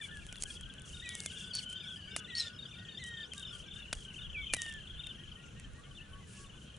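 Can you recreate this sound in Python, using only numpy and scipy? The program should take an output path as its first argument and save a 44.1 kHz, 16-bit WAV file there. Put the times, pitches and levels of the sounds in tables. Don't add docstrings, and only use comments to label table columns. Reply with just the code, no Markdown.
import sys
import numpy as np
from scipy import signal
from scipy.io import wavfile
from scipy.ndimage import uniform_filter1d

SR = 44100
rng = np.random.default_rng(int(sys.argv[2]) if len(sys.argv) > 2 else 0)


def to_wav(s):
    ch = np.atleast_2d(s).T
    pcm = np.round(np.clip(ch, -1, 1) * 32767)
    wavfile.write(sys.argv[1], SR, pcm.astype(np.int16))


def invert_db(level):
    return 10 ** (np.asarray(level, dtype=float) / 20)


N = 298998


def rms_one(x):
    return x / np.sqrt(np.mean(x ** 2) + 1e-20)


def in_time(rows):
    s, *columns = np.transpose(rows)
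    return [np.interp(np.arange(N) / SR, s, column) for column in columns]


def at_hz(points, hz):
    point_hz, level_db = np.transpose(points)
    return np.interp(np.log(hz), np.log(point_hz), level_db)


def drift(rate_hz):
    r = np.exp(-2 * np.pi * rate_hz / SR)
    wander = signal.lfilter([1], [1, -2 * r, r * r], rng.standard_normal(N + SR))
    return rms_one(wander[SR:])


def pan(x, left_db):
    return x * invert_db(np.array([[.5], [-.5]]) * left_db)


def resonance(x, hz, width_hz):
    r = np.exp(-np.pi * width_hz / SR)
    zeros = np.array([1, 0, -1]) * (1 - r * r) / 2
    return signal.lfilter(zeros, [1, -2 * r * np.cos(2 * np.pi * hz / SR), r * r], x)


def band_20_70(x):
    return signal.sosfilt(signal.butter(2, [20, 70], "band", fs=SR, output="sos"), x)


def banded_noise(spectrum, patchy_db, alike_share):
    # f/Hz, likeness [0-1]
    likeness = [(60, 1), (200, 0.93), (500, 0.032), (2000, 0.44), (9000, 0.62)]
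    out, edges = 0, np.geomspace(40, 13000, 22)
    edges = edges[edges > spectrum[0][0]]
    white, flicker = rng.standard_normal((2, 2, N)), drift(16.0)
    for k, (low, high) in enumerate(zip(edges, edges[1:])):
        band = signal.butter(2, [low, high], "band", fs=SR, output="sos")
        mid, side = signal.sosfilt(band, white[k % 2])
        hz = np.sqrt(low * high)
        alike = np.clip(max(at_hz(likeness, hz), alike_share), 0, 1)
        gain = invert_db(at_hz(spectrum, hz) + patchy_db * np.roll(flicker, k * SR // 3))
        out = out + gain * (np.sqrt(1 + alike) * mid + np.sqrt(1 - alike) * side * [[1], [-1]])
    return rms_one(out)


def open_flat(x):
    t = np.arange(int(.15 * SR)) / SR
    tails = rng.standard_normal((2, len(t))) * invert_db(-60 * t / 0.19) * (t > .004)
    tails = tails / np.sqrt(np.sum(tails ** 2) / 2)
    return signal.fftconvolve(x[None], tails, axes=1)[:, :N]


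def add(out, s, pitch_hz, height, overtones, start):
    i = int(s * SR)
    phase = start + 2 * np.pi * np.cumsum(pitch_hz) / SR
    tone = np.sin(phase)
    for multiple, db in overtones:
        tone = tone + invert_db(db) * np.sin(round(4 * multiple) / 4 * phase)
    out[i:i + len(tone)] += (np.sqrt(2) * height * tone)[:N - i]


def bent(rows, arch=0, sag=0):
    notes = []
    for s, ms, first, last, db in rows:
        middle = (first + last) / 2 * (1 + arch) - sag * abs(last - first)
        notes.append((s, ms, first, middle, last, db))
    return notes


def glides(rows, overtones, edge, waver=0 * np.arange(N)):
    out, starts = np.zeros(N), rng.uniform(0, 2 * np.pi, len(rows))
    for (s, ms, first, middle, last, level_db), start in zip(rows, starts):
        u = np.linspace(-1, 1, int(ms * SR / 1000))
        pitch = middle + (last - first) / 2 * u + ((first + last) / 2 - middle) * u ** 2
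        shake = waver.take(int(s * SR) + np.arange(len(u)), mode="wrap")
        swell = signal.windows.tukey(len(u), np.clip(edge, 0, 1))
        add(out, s, pitch * (1 + shake), invert_db(level_db) * swell, overtones, start)
    return out


def trill(rows, rise_ms, fall_ms, tail_db):
    out = np.zeros(N)
    ms = np.arange(-rise_ms, fall_ms + 16, 1000 / SR)
    rise = np.cos(np.pi / 2 * ms / rise_ms)
    fall = np.cos(np.pi / 2 * np.minimum(ms / fall_ms, 1)) ** 2
    swell = np.where(ms < 0, rise, fall)
    slack = np.maximum(ms - 0.61 * fall_ms, 0)
    tail = invert_db(tail_db) * np.sin(np.pi * slack / slack[-1])
    for (s, hz, slope, db), (start, depth) in zip(rows, rng.random((len(rows), 2))):
        tense = np.clip((hz - 3150) / 400, .4, 1)
        pitch = hz + slope * (ms - slack) - (15 + 25 * depth) * slack
        height = invert_db(db) * (swell + tail * depth * tense)
        add(out, s - rise_ms / 1000, pitch, height, [(2, -28)], 2 * np.pi * start)
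    return out


def far_whistles():
    # t/s, length/ms, start f/Hz, end f/Hz, level/dB
    arched = [(0, 30, 1850, 1600, -53), (0.015, 52, 2400, 2130, -50.5), (0.085, 35, 2950, 2750, -60),
              (0.1, 104, 1740, 1600, -52.5), (0.205, 38, 2480, 2220, -61), (0.31, 25, 2430, 2220, -59),
              (0.452, 64, 1600, 1580, -57.5), (0.49, 24, 2450, 2350, -57), (0.645, 100, 1520, 1540, -63),
              (0.755, 110, 1500, 1440, -65), (1.3, 80, 1480, 1470, -61), (1.41, 120, 1430, 1470, -60),
              (1.53, 110, 1450, 1440, -60), (1.7, 110, 1420, 1460, -61), (1.82, 140, 1460, 1470, -59),
              (1.96, 50, 1720, 1680, -62), (2.07, 95, 1450, 1530, -59), (2.07, 90, 2220, 2180, -63),
              (2.175, 95, 1480, 1420, -60), (2.18, 85, 1280, 1150, -65), (2.435, 140, 1360, 1450, -61),
              (2.68, 38, 1480, 1400, -65), (2.74, 120, 1350, 1460, -63), (2.765, 215, 1880, 1700, -62),
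              (3.33, 90, 1130, 1130, -67), (3.355, 90, 1600, 1450, -61), (3.5, 85, 1380, 1400, -61),
               (3.52, 60, 1150, 1130, -68), (3.65, 50, 1520, 1550, -63), (3.655, 40, 2320, 2200, -64),
               (3.74, 80, 1450, 1700, -63), (4.05, 90, 1500, 1450, -64), (5.64, 40, 1760, 1660, -67),
               (5.78, 36, 1080, 1130, -64), (5.83, 70, 1980, 2200, -70), (5.865, 20, 1120, 1120, -67),
               (5.9, 30, 1090, 1110, -65), (5.99, 92, 1720, 1690, -66), (6.02, 55, 3420, 3380, -71),
               (6.06, 130, 1450, 1480, -67), (6.112, 112, 1085, 1080, -64), (6.18, 30, 2900, 3120, -65),
               (6.2, 55, 2050, 1830, -68), (6.22, 35, 2880, 2950, -66), (6.26, 40, 1680, 1660, -68),
               (6.32, 140, 1680, 1560, -67), (6.365, 115, 1085, 1080, -64), (6.51, 75, 3200, 3380, -68),
               (6.52, 90, 1480, 1440, -67), (6.625, 100, 2950, 3230, -64), (6.71, 30, 2650, 2850, -66)]
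    # t/s, length/ms, start f/Hz, end f/Hz, level/dB
    sagging = [
        (1.655, 147, 3080, 3153, -52.5),
        (1.795, 71, 3180, 2220, -58.5),
        (1.858, 104, 3360, 3280, -51),
        (2.72, 40, 2640, 2300, -58),
        (4.485, 79, 2526, 2395, -48),
        (5.948, 29, 3500, 3660, -56.5),
        (5.97, 29, 3400, 2670, -51),
        (6.0, 25, 2610, 3230, -52),
    ]
    repeats = [(5.17 + .19 * k, 72, 1790, 1850, -66) for k in range(4)]
    notes = bent(arched + repeats, arch=0.0397) + bent(sagging, sag=0.236)
    return glides(notes, [], .35, waver=.008 * drift(50.0)) * invert_db(1.5 * drift(40.0))


def far_flock(count, low_hz, high_hz, ms):
    s, p, size, place = rng.random((count, 4)).T
    hz = low_hz + (high_hz - low_hz) * p ** 2
    rows = np.transpose([s * (N / SR), ms * (.5 + size), .95 * hz, hz, 0.913 * hz, 2.6 * size])
    waver = .012 * drift(70.0)
    left = glides(rows[place < .5], [], .8, waver)
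    middle = glides(rows[place >= .5], [], .8, waver)
    return rms_one(pan(left, 15.0) + middle + invert_db(0.5) * open_flat(left + middle))


def far_trills(count, low_hz, high_hz):
    s, p, size, pace = rng.random((count, 4)).T
    beats = np.arange(3)[:, None]
    s = (np.arange(count) + s) / count
    at = .02 + (s * (N / SR) + beats * (.026 + 0.014 * pace)) % (N / SR - .05)
    hz = low_hz + (high_hz - low_hz) * p - 60.0 * beats
    rows = np.stack(np.broadcast_arrays(at, hz, -8.0 - 40.0 * pace, 8.0 * size), -1)
    chatter = trill(rows.reshape(-1, 4), rise_ms=4.4, fall_ms=12.1, tail_db=-7.0)
    return rms_one(pan(chatter, 4.3) + invert_db(-5.5) * open_flat(chatter))


def wind(gust_db):
    gusts = band_20_70(rng.standard_normal((2, N)) + 1.2 * rng.standard_normal(N))
    return invert_db(gust_db - 5.5 + 4.5 * drift(7.0)) * rms_one(gusts)


def insects():
    noise = rng.standard_normal((2, N))
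    return invert_db(-81.0) * rms_one(resonance(resonance(noise, 6560, 440), 6560, 440))


def air():
    # f/Hz, level/dB per Hz
    air_spectrum = [(35, -37), (60, 1.5), (192, -1), (256, -12.5), (452, -12), (818, -25), (1510, -17.5),
                    (2200, -29), (3050, -14), (4340, -35), (6580, -28), (10400, -37.5), (11400, -31),
                    (14800, -75), (22000, -120)]
    return invert_db(-53.5) * pan(banded_noise(air_spectrum, patchy_db=2.5, alike_share=0), .8)


def strokes(rows):
    out = np.zeros(N)
    for s, ms, db in rows:
        i, n = max(int((s - ms / 8000) * SR), 0), int(ms * SR / 800)
        out[i:i + n] += invert_db(db) * signal.windows.tukey(n, .55)[:N - i]
    return out


def rustle():
    # t/s, length/ms, level/dB
    rubbing = [(0, 77, -53.5), (0.1, 560, -63.5), (0.4, 41, -47), (0.47, 98, -48), (0.85, 100, -53),
               (0.94, 84, -56), (1.05, 460, -53), (1.58, 71, -52), (1.69, 51, -53.5), (1.82, 170, -61),
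               (2.165, 37, -44.5), (3.06, 35, -53.5), (3.33, 110, -57), (3.52, 110, -54.5),
               (3.73, 76, -60.5), (3.94, 132, -55), (4.13, 64, -59), (4.54, 184, -53), (6.27, 200, -55),
               (6.58, 110, -67)]
    # f/Hz, level/dB per Hz
    rub_spectrum = [(2000, -2), (4000, 0), (7000, 7), (9500, 5.5), (11500, 2.5)]
    noise = banded_noise([(1000, -31)] + rub_spectrum, patchy_db=2.0, alike_share=0.86)
    return strokes(rubbing) * noise * invert_db(2.0 * drift(25.0) - 3.5)


def run_notes(runs, beat_s, glide):
    notes = []
    for first, last, first_hz, last_hz, db in runs:
        count = round((last - first) / beat_s) + 1
        bend, size = rng.standard_normal((count, 2)).T
        times = np.linspace(first, last, count)
        pitches = np.linspace(first_hz, last_hz, count)
        notes += zip(times, pitches, glide + 5.0 * bend, db + 2.0 * size)
    return notes


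def near_trills():
    # first note t/s, last note t/s, first f/Hz, last f/Hz, level/dB
    quick = [(.017, .046, 3500, 3400, -43), (.947, 1.028, 3710, 3680, -49), (1.066, 1.18, 3570, 3470, -50),
             (2.048, 2.079, 2900, 3100, -51.5), (2.66, 2.798, 3530, 3660, -52.5),
             (2.897, 2.978, 3720, 3570, -48), (3.174, 3.234, 3640, 3640, -44),
             (3.38, 3.454, 3730, 3640, -45), (3.485, 3.512, 3570, 3550, -47),
             (3.533, 3.553, 3260, 3190, -45), (3.688, 3.767, 3526, 3610, -48.5),
             (3.801, 3.829, 3650, 3450, -52), (4.195, 4.222, 3560, 3650, -49),
             (4.418, 4.503, 3520, 3550, -51), (5.04, 5.096, 3710, 3530, -43.5)]
    steady = [(1.375, 1.48, 3529, 3520, -46.5), (1.34, 1.445, 3250, 3310, -50.5),
              (1.775, 1.91, 3610, 3530, -49), (1.633, 1.76, 3030, 3173, -44.5),
              (2.111, 2.209, 2820, 2930, -51), (2.117, 2.192, 3600, 3470, -50.5),
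              (2.594, 2.629, 3720, 3730, -46), (3.045, 3.244, 3140, 3225, -46.5),
              (4.053, 4.088, 3220, 3110, -50), (4.438, 4.503, 3160, 3120, -46.5),
              (4.566, 4.666, 3110, 2960, -50.5), (4.726, 4.795, 3300, 3200, -63)]
    slow = [
        (1.847, 1.93, 3180, 3170, -57),
        (2.978, 3.024, 3300, 3670, -46.5),
        (3.432, 3.474, 3050, 3220, -49),
        (5.16, 5.36, 3240, 3110, -49),
        (5.4, 5.485, 2960, 2770, -59),
        (6.5, 6.62, 2990, 3120, -56),
        (6.702, 6.745, 3130, 3220, -54.5),
    ]
    # loudest moment t/s, f/Hz, glide/Hz per ms, level/dB
    chirps = [(0.293, 3280, -16, -51), (0.38, 3400, -20, -49.5), (0.507, 3310, -13, -43.5),
              (0.571, 3330, -39, -47), (0.636, 3220, -37, -47.5), (0.702, 3370, -21, -49),
              (0.785, 3250, -54, -50), (1.104, 3420, -1, -47), (1.265, 3440, 4, -47),
              (1.304, 3070, -47, -46.5), (1.589, 3130, -32, -41.5), (1.803, 3150, -28, -48),
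              (1.963, 3070, 31, -45.5), (2.249, 3540, -2, -46.5), (2.307, 3520, -17, -46.5),
              (2.658, 3290, -37, -45), (2.889, 3190, -26, -45), (3.322, 3170, -7, -42),
              (3.603, 3080, 20, -47), (4.166, 3120, 5, -46.5), (4.25, 3280, 8, -45),
              (4.306, 3160, -11, -48.5), (4.902, 3270, -3, -47), (4.998, 3590, 2, -42.5),
              (5.113, 3045, -23, -46), (5.647, 3130, 7, -53), (5.84, 3300, -33, -58),
              (5.915, 3090, -15, -54.5), (6.137, 3060, -15, -51.5), (6.467, 3620, -22, -58.5),
              (0.115, 3480, -49, -57), (0.143, 3350, -35, -53), (0.2, 3300, -42, -58),
                   (0.459, 3190, -23, -46.5), (0.556, 3320, -4, -50), (0.611, 3270, -4, -51),
                   (0.66, 3240, -16, -51), (1.2, 3600, -19, -49), (1.315, 3720, 0, -56),
                   (1.514, 3260, -30, -43), (2.854, 3350, -31, -52), (4.835, 3310, -42, -59),
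                   (4.959, 3100, -27, -55), (4.982, 3470, 5, -52), (5.004, 3090, -29, -48),
                   (5.51, 3170, -41, -62), (5.575, 2900, -23, -57), (5.853, 3120, -35, -58),
                   (6.021, 3070, -37, -55), (6.31, 2820, -50, -64), (6.38, 2850, -30, -58),
                   (6.446, 2950, -40, -58), (6.68, 3250, -33, -67)]
    crisp = chirps
    crisp = crisp + run_notes(quick, beat_s=.028, glide=-6.0) + run_notes(slow, beat_s=.041, glide=-24.0)
    drawn = run_notes(steady, beat_s=.034, glide=-7.0)
    crisp_trill = trill(crisp, rise_ms=6.0, fall_ms=15.0, tail_db=-6.0)
    return crisp_trill + trill(drawn, rise_ms=8.0, fall_ms=21.0, tail_db=-9.0)


def camera_clicks():
    # t/s, peak level/dB, low knock level/dB
    snaps = [(0.1711, -33, -6), (0.2662, -32, -6.5), (0.326, -26.5, -7.5), (0.357, -39, 6),
             (0.423, -13.5, -24), (0.4357, -13, -19.5), (0.61, -30, -6), (0.738, -39, 1.5),
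             (0.819, -32.5, -9), (1.091, -13, -40), (1.1518, -20, -13.5), (1.203, -16.5, -17),
             (1.26, -17.5, -9), (1.552, -12, -32), (1.7279, -29, -7), (2.1626, -20, 0),
             (3.0396, -23.5, -24), (3.3347, -25, -7), (3.38, -22.5, -36), (3.928, -20.5, 2.5),
             (4.5352, -13.5, -1.5), (4.5458, -17.5, -14), (4.566, -27, -1), (4.6186, -13, -26),
             (4.6628, -39, 7), (4.7248, -28, -15), (5.069, -32, -1.5), (5.5977, -34, -2),
             (0.157, -34, -20), (0.367, -30, -18), (0.385, -31, -20), (0.691, -38, -20),
              (0.797, -34.5, -15), (1.06, -31, -25), (1.236, -28, -10), (1.243, -32, -10), (1.64, -36, -15),
              (1.70, -29, -15), (3.048, -34, -22), (3.348, -34, -27), (3.397, -25, -32), (3.85, -44, -11),
              (3.952, -28, -25), (4.529, -26, -25), (4.6153, -27, -25), (4.697, -35, -1), (4.739, -28, -20),
              (5.735, -38, -10), (6.766, -41.5, 1)]
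    # f/Hz, width/Hz, level/dB
    body_modes = [(286, 240, -3), (630, 420, -3), (1990, 2700, 1.5), (4070, 1300, -31)]
    events = snaps
    bright, knock = np.zeros(N), np.zeros(N)
    t = np.arange(600) / SR
    for (s, peak_db, knock_db), noise in zip(events, rng.standard_normal((len(events), 600))):
        decay = 0.00038 * invert_db(0.54 * (peak_db + knock_db + 50.0))
        fade_s = max(decay, .0003)
        burst = noise * np.abs(noise) * np.exp(-t / fade_s) * np.minimum(t / decay * 2, 1)
        burst = burst * invert_db(peak_db) * np.sqrt(fade_s * SR * .2 / np.sum(burst ** 2))
        i = int(s * SR)
        bright[i:i + 600] += burst
        knock[i:i + 600] += burst * invert_db(knock_db + 2.5)
    body = sum(invert_db(db) * resonance(knock, hz, width) for hz, width, db in body_modes)
    return resonance(bright, 7550, 4400) + body


def piping():
    # t/s, length/ms, top f/Hz, end f/Hz, level/dB
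    pipes = [
        (1.012, 160, 1940, 1890, -47),
        (2.268, 220, 1995, 1796, -48),
        (2.978, 270, 2060, 1758, -47),
        (4.533, 265, 1990, 1719, -46),
    ]
    # multiple of the pitch, level/dB
    pipe_overtones = [(2, -7), (3, -25), (4, -22)]
    out = np.zeros(N)
    for s, ms, top, end, db in pipes:
        t = np.arange(0, ms, 1000 / SR)
        path_hz = [.86 * top, 1.02 * top, top - 0.43 * (top - end), end + 30, end - 40]
        pitch = np.interp(t, [0, 22, 55, ms - 25, ms], path_hz)
        swell_db = np.interp(t, [0, 8, 60, ms - 30, ms], [-30, -10.5, -1, -4, -11])
        fading = [(k, rel - 5 * t / ms + 3 * (k - 1) * np.exp(-t / 35)) for k, rel in pipe_overtones]
        add(out, s, uniform_filter1d(pitch, size=300), invert_db(db + swell_db), fading, 0)
    return out


def falling_calls():
    # t/s, f/Hz, level/dB
    falls = [
        [(1.045, 2610, -45.5), (1.095, 2256, -58.5), (1.29, 2120, -58)],
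        [(4.342, 2730, -42.5), (4.368, 2345, -43.5), (4.447, 2180, -50)],
    ]
    out = np.zeros(N)
    for rows in falls:
        s, hz, db = np.transpose(rows)
        t = np.arange(s[0], s[-1], 1 / SR)
        height = invert_db(np.interp(t, s, db)) * signal.windows.tukey(len(t), .08)
        add(out, s[0], np.interp(t, s, hz), height, [], 0)
    return out


def thin_song():
    # t/s, length/ms, start f/Hz, end f/Hz, level/dB
    song_notes = [(1.13, 41, 6300, 6000, -57), (1.37, 14, 5400, 4600, -61), (1.4, 21, 5300, 4850, -59),
                  (1.438, 34, 5300, 4800, -59), (1.49, 57, 4800, 5050, -59), (1.755, 35, 4950, 4650, -64),
                  (1.795, 110, 4980, 6560, -59), (1.92, 16, 5730, 4930, -61), (1.96, 24, 5000, 4800, -55),
                  (2.005, 32, 4940, 4520, -59), (2.045, 130, 4760, 5900, -60), (2.495, 20, 5030, 4650, -58),
                  (2.535, 43, 5350, 5150, -57), (2.585, 30, 4800, 4500, -64), (2.61, 105, 4640, 6400, -61),
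                  (2.74, 26, 5000, 4600, -64), (2.782, 22, 5200, 4650, -64), (2.825, 28, 5000, 4460, -65),
                  (2.87, 28, 4900, 4540, -65), (2.91, 100, 4540, 6400, -60.5), (2.985, 37, 6940, 6800, -62),
                  (3.165, 30, 4850, 4600, -65), (3.21, 76, 4730, 6760, -59), (3.47, 50, 5250, 5270, -55),
                  (3.525, 90, 4700, 6500, -65), (3.66, 28, 7000, 5400, -61), (5.16, 43, 6700, 5570, -67.5),
                  (5.322, 12, 5440, 4760, -61)]
    voice = glides(bent(song_notes, sag=.4), [], 0.075, waver=0.0097 * drift(60.0))
    return voice * invert_db(-7 + 1.9 * drift(64.0))


def squeals():
    # t/s, length/ms, start f/Hz, end f/Hz, level/dB
    squeal_notes = [
        (1.53, 72, 4400, 4300, -41.5),
        (1.54, 54, 5750, 5620, -54),
        (2.348, 40, 4300, 4380, -40),
        (2.375, 33.6, 5320, 5170, -41),
        (2.395, 35, 4080, 3770, -38),
        (2.42, 71, 3690, 3400, -48.5),
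        (2.44, 30, 4950, 5000, -55),
    ]
    partials = [(1.25, -18), (1.5, -24.5), (2, -16)]
    voice = glides(bent(squeal_notes, arch=0.0316), partials, .3, waver=.012 * drift(450.0))
    voice = voice * invert_db(4.5 * drift(200.0))
    effort = signal.lfilter([.003], [1, -.997], np.abs(voice))
    breath = resonance(resonance(rng.standard_normal(N), 3400, 4500), 3500, 4900)
    return voice + invert_db(0.5) * effort * breath


def scene():
    # t/s, far trilling level/dB, far whistling level/dB, wind gust level/dB
    background = [
        (0, -59, -58.5, -54.5),
        (.8, -59.5, -68.5, -49),
        (1.4, -53.5, -62, -62),
        (2.4, -56, -64.5, -63),
        (2.9, -61.5, -67, -79),
        (3.6, -55.5, -68.5, -55.5),
        (4.5, -51, -64, -48.5),
        (5.1, -54.5, -65.5, -49.5),
        (5.6, -80, -69.5, -53.5),
        (6.78, -71, -71.5, -62),
    ]
    trilling_db, whistling_db, gust_db = in_time(background)
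    whistles, near = far_whistles(), near_trills()
    calls = (piping() + falling_calls()) * invert_db(1.8 * drift(25.0))
    song, harsh = thin_song(), squeals()
    birds = pan(near, 4.8) + pan(calls, 0.51) + pan(whistles, 3.6) + pan(song, 1.3) + pan(harsh, 1.6)
    birds += invert_db(-12) * open_flat(near + calls + whistles + song + harsh)
    birds += invert_db(trilling_db) * far_trills(count=160, low_hz=2850, high_hz=3500)
    birds += invert_db(whistling_db) * far_flock(count=300, low_hz=1420, high_hz=1800, ms=80)
    return birds + insects() + camera_clicks() + rustle() + wind(gust_db) + air()


def roll_off(x):
    return signal.sosfilt(signal.butter(12, 11550, fs=SR, output="sos"), x)


def record(dry):
    steep_cut = signal.cheby2(10, 32, 11520, fs=SR, output="sos")
    mix = signal.sosfilt(steep_cut, dry)
    return roll_off(mix)


dry = scene()
out = record(dry)
to_wav(out)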